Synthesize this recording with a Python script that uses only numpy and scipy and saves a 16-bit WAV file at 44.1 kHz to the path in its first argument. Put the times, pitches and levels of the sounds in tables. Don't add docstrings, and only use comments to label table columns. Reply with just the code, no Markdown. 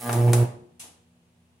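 import sys
import numpy as np
from scipy import signal
from scipy.fft import rfft, irfft
from scipy.io import wavfile

SR = 44100
rng = np.random.default_rng(int(sys.argv[2]) if len(sys.argv) > 2 else 0)


def wav_out(sig):
    wavfile.write(sys.argv[1], SR, np.round(np.clip(np.atleast_2d(sig).T, -1, 1) * 32767).astype(np.int16))


N = 70560
T = np.arange(N) / SR
BIN_HZ = np.fft.rfftfreq(N, 1 / SR)

MAINS_HZ, FIRST_STRIKE_S, SNAP_S = 59.8, 0.0103, 0.7932

# time_s, hum_db, buzz_db, stretch (0-1)
ARC = [(0, -56.5, -55.5, 0.24), (.03, -52.5, -40, 0.05), (.085, -34.5, -31.5, 0.11), (.135, -29, -34, 0.33),
       (.18, -22.5, -30.5, 0.7), (.24, -20.5, -31, 0.93), (.29, -17.5, -28.5, 0.83),
       (.33, -21, -29.5, 0.95), (.42, -18.5, -30, 1)]
# multiple of twice the mains rate, short_arc_db, long_arc_db
BUZZ_HARMONICS = [(1.99, 0.5, -8.5), (3, -10.5, 11), (4.32, -5.5, -1), (5.24, -1.5, -5.5),
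                  (6.035, -2.5, -11.5), (6.84, -4.5, -12), (7.994, -5.5, -14), (8.93, -6, -16),
                  (9.27, 5, -25), (11.04, -12.5, -24.5), (11.79, -17, -39), (14, -3, -32.5),
                  (14.8, -10.5, -29), (20.7, -20, -38.5)]
# time_s, level_db
RASP_ENVELOPE = [(0, -58.5), (.06, -49.5), (.095, -39.5), (.115, -44), (.135, -39), (.2, -35.5), (.26, -50),
                 (.285, -30), (.305, -43), (.35, -37.5), (.42, -39.5)]
# time_s, tick_db, sizzle_db
SPARK_ENVELOPES = [(0, -17, -47.5), (.07, -16, -46), (.115, -21, -44.5), (.145, -25, -43.5), (.2, -24, -51),
                   (.25, -31, -50), (.325, -31, -51), (.37, -22, -44.5), (.42, -31, -54.5)]
# start_s, level_db, direct_db, bench_db
FLASHOVERS = [(0.1272, -9, -43, 5), (0.1321, -18, 4.5, 4), (.333, -1, -0.5, 4)]

# freq_hz, relative_db
CRACK_SPECTRUM = [(60, -13), (400, -0.5), (1000, 4), (2000, -3), (3500, -7), (5500, -6.5), (7500, -1.5),
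                  (9800, 1.5), (11500, -6.5), (13500, -14), (16000, -16.5)]
RASP_SPECTRUM = [(40, -20), (150, 8), (300, 0.5), (450, 7), (900, 2), (1500, -11.5), (2500, -12.5),
                 (5000, -34), (16000, -47.5)]
POP_SPECTRUM = [(80, -18.5), (500, -6), (1500, -4), (3000, -16), (6000, -30), (16000, -44)]
TICK_SPECTRUM = [(200, -19.5), (2000, -16.5), (6500, -26.5), (8500, 0.5), (10500, 1.5), (12000, -7),
                 (15500, -2)]
SIZZLE_SPECTRUM = [(200, -18.5), (1500, -1.5), (3000, -6.5), (5000, -8), (7500, -6), (9500, -1.5),
                   (10600, 2), (11800, -8), (15500, -5.5)]
SNAP_SPECTRUM = [(100, -26), (300, -20), (800, -5.5), (1600, -9.5), (3000, -1.5), (4600, -5), (6500, 0),
                 (8500, 0.5), (10300, 4), (12000, -5), (14000, -12), (16000, -17)]
BOOM_SPECTRUM = [(100, -29), (250, -3), (500, -2), (850, 1.5), (1300, -9.5), (3000, -30), (16000, -50)]
AIR_SPECTRUM = [(25, -22.5), (50, -19.5), (85, -5), (130, -3), (200, -9), (290, -16), (400, -13.5),
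                (600, -14.5), (900, -16), (1300, -21.5), (2100, -22.5), (2800, -21), (5000, -28.5),
                (10500, -27.5), (12000, -36.5), (16000, -37.5)]

# pitch_hz, level_db
DRONE_TONES = [(86.1, -70), (118.9, -77), (171.5, -71), (240.5, -70.5), (360.7, -84), (479.5, -83)]
# freq_hz, t60_s
ROOM_DECAY = [(150, 1), (400, 0.5), (900, 0.54), (2000, .48), (4000, .46), (8000, 0.38), (11000, 0.34),
              (15000, 0.21)]
# pitch_hz, relative_db, t60_s
ROOM_MODES = [(108.2, -8.5, .36), (123.1, -12.5, .36), (240.5, -7, 0.51), (348.4, -13, 0.44),
              (491, -14.5, 0.28), (595.6, -10.5, .35)]
# freq_hz, coherence (0-1)
COHERENCE = [(60, 0.8), (250, 0.8), (500, .65), (900, 0), (1500, 0), (16000, 0)]


def pulse_phase(lead_s=0.0004, stretch_lag_s=0.0017):
    lag_s = stretch_lag_s * curve(ARC, column=3)
    return 2 * np.pi * 2 * MAINS_HZ * (T - FIRST_STRIKE_S + lead_s - lag_s)


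def burning(blowout_s=0.43, decay_s=0.018):
    return np.exp(-np.maximum(T - blowout_s, 0) / decay_s)


def pulsed_noise(depth):
    return rng.standard_normal(N) * unit_rms(np.exp(depth * np.cos(pulse_phase())))


def hum():
    tone = -np.sqrt(2) * np.cos(pulse_phase()) * amp(curve(ARC, column=1)) * burning()
    return pan(-2) * add_modes(tone)


def buzz(jitter_s=0.00005, flutter=0.17, flutter_hz=20):
    multiples, short_db, long_db = np.transpose(BUZZ_HARMONICS)
    stretch = curve(ARC, column=3)
    phase = pulse_phase() + 4 * np.pi * MAINS_HZ * jitter_s * wander(MAINS_HZ)
    tone, power = 0, 0
    for k in range(2, 22):
        gain = amp(np.interp(k, multiples, short_db) * (1.5 - stretch)
                   + np.interp(k, multiples, long_db) * stretch)
        in_phase = (1 + flutter * wander(flutter_hz)) * np.sin(k * phase)
        quadrature = flutter * wander(flutter_hz) * np.cos(k * phase)
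        tone -= gain * (in_phase + quadrature)
        power += gain ** 2 / 2
    tone = tone / np.sqrt(power) * amp(curve(ARC, column=2)) * burning()
    upper = signal.sosfilt(signal.butter(2, 550, "high", fs=SR, output="sos"), tone)
    echoes = amp(-7.5) * convolve(upper, bench_ir()) + amp(-3.5) * convolve(upper, room_ir())
    return pan(-0.85) * add_modes(tone) + echoes


def cracks(direct_trim_db=2, bench_trim_db=-0.5, room_db=0.5):
    out = 0
    for start_s, level_db, direct_db, bench_db in FLASHOVERS:
        shock = -amp(level_db) * colour(impulse(start_s), CRACK_SPECTRUM)
        direct = amp(direct_db + direct_trim_db) * shock
        early = amp(bench_db + bench_trim_db) * convolve(shock, bench_ir())
        out += pan(2) * (direct + early) + amp(room_db) * convolve(shock, room_ir())
    return out


def rasp_and_pop(pop_s=0.0937):
    puffs = colour(pulsed_noise(depth=1.3) * amp(curve(RASP_ENVELOPE)) * burning(), RASP_SPECTRUM)
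    pop = -amp(-5.5) * colour(impulse(pop_s), POP_SPECTRUM)
    return place(amp(-3) * (puffs + pop), pan_db=1, bench_db=5, room_db=0)


def restrike_ticks(scatter_db=2):
    onsets = np.round(np.arange(FIRST_STRIKE_S, 1, 1 / MAINS_HZ) * SR).astype(int)
    strikes = np.zeros(N)
    strikes[onsets] = amp(scatter_db * rng.standard_normal(len(onsets)))
    ticks = colour(strikes * amp(curve(SPARK_ENVELOPES, column=1)) * burning(), TICK_SPECTRUM)
    return place(ticks, pan_db=-3.5, bench_db=-4, room_db=-3)


def sizzle(grain_db=4):
    sparks = unit_rms(amp(grain_db * rng.standard_normal(N))) * pulsed_noise(depth=0.7)
    hiss = colour(sparks * amp(curve(SPARK_ENVELOPES, column=2)) * burning(), SIZZLE_SPECTRUM)
    return place(hiss, pan_db=-2, bench_db=3.5, room_db=-0.5)


def snap(rise_s=0.0052, t60_s=0.033, direct_db=-13.5):
    age_s = np.maximum(T - SNAP_S, 0)
    burst = rng.standard_normal((2, N)) * np.minimum(age_s / rise_s, 1) ** 2 * amp(-60 * age_s / t60_s)
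    heard = amp(direct_db) * unit_rms(burst) / np.sqrt(N) + convolve(impulse(SNAP_S), room_ir())
    return pan(0.7) * amp(-8.5) * np.array([colour(side, SNAP_SPECTRUM) for side in heard])


def snap_boom(delay_s=0.03, level_db=-22):
    return amp(level_db) * convolve(colour(impulse(SNAP_S + delay_s), BOOM_SPECTRUM), room_ir())


def drone(waver=0.33, waver_hz=7):
    out = 0
    for pitch_hz, level_db in DRONE_TONES:
        drift = 1 + waver * (wander(waver_hz) + 1j * wander(waver_hz))
        carrier = np.exp(2j * np.pi * (pitch_hz * T + rng.random()))
        out += amp(level_db) * np.sqrt(2) * (drift * carrier).real
    return out


def room_air(level_db=-67):
    air = irfft(rfft(diffuse_noise()) * amp(at_hz(AIR_SPECTRUM, BIN_HZ)), N)
    return amp(level_db) * unit_rms(air)


def place(x, pan_db, bench_db, room_db):
    near = x + amp(bench_db) * convolve(x, bench_ir())
    return pan(pan_db) * near + amp(room_db) * convolve(x, room_ir())


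def bench_ir(gap_s=0.0007, t60_s=0.08, echo_s=0.0026, echo_db=-6):
    scatter = diffuse_noise() * amp(-60 * T / t60_s) * (T > gap_s)
    return unit_rms(scatter) / np.sqrt(N) + amp(echo_db) * impulse(echo_s)


def room_ir(build_s=0.019, build_corner_hz=1200, fade_in_s=0.0078):
    hz, time_s, bands = signal.stft(diffuse_noise(), SR, nperseg=256)
    build = 1 - np.exp(-time_s * (1 + hz[:, None] / build_corner_hz) / build_s)
    decay = amp(-60 * time_s / at_hz(ROOM_DECAY, hz)[:, None])
    tail = signal.istft(bands * build * decay, SR, nperseg=256)[1][:, :N]
    return unit_rms(tail * np.minimum(T / fade_in_s, 1)) / np.sqrt(N)


def add_modes(x):
    ir = 0
    for pitch_hz, relative_db, t60_s in ROOM_MODES:
        unity_peak = 2 * np.log(1000) / (t60_s * SR)
        ir += unity_peak * amp(relative_db - 60 * T / t60_s) * np.cos(2 * np.pi * pitch_hz * T)
    return x + 2 * convolve(x, ir)


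def diffuse_noise():
    left, unrelated = rfft(rng.standard_normal((2, N)))
    coherence = at_hz(COHERENCE, BIN_HZ)
    right = coherence * left + np.sqrt(1 - coherence ** 2) * unrelated
    return irfft(np.array([left, right]), N)


def colour(x, spectrum, size=2048):
    log_gain = np.log(amp(at_hz(spectrum, abs(np.fft.fftfreq(size, 1 / SR)))))
    ir = np.fft.ifft(np.exp(np.conj(signal.hilbert(log_gain)))).real[:size // 2]
    return convolve(x, ir / np.linalg.norm(ir))[0]


def wander(rate_hz):
    return unit_rms(irfft(rfft(rng.standard_normal(N)) / (1 + (BIN_HZ / rate_hz) ** 4), N))


def curve(table, column=1):
    rows = np.array(table)
    return np.interp(T, rows[:, 0], rows[:, column])


def at_hz(table, hz):
    freq_hz, values = np.transpose(table)
    return np.interp(np.log(hz + 1), np.log(freq_hz), values)


def pan(left_minus_right_db):
    return amp([[left_minus_right_db / 2], [-left_minus_right_db / 2]])


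def impulse(time_s):
    return 1.0 * (np.arange(N) == round(time_s * SR))


def convolve(x, ir):
    return signal.fftconvolve(np.atleast_2d(x), np.atleast_2d(ir), axes=1)[:, :N]


def amp(db):
    return 10 ** (np.asarray(db) / 20)


def unit_rms(x):
    return x / np.sqrt(np.mean(x ** 2) + 1e-20)


def scene():
    arc = hum() + buzz() + rasp_and_pop() + restrike_ticks() + sizzle() + cracks()
    return arc + snap() + snap_boom() + drone() + room_air()


def record(dry):
    lowpass = signal.firwin(255, cutoff=15950, window=("kaiser", 8), fs=SR)
    return signal.oaconvolve(dry, lowpass[None], "same")


dry = scene()
out = record(dry)
wav_out(out)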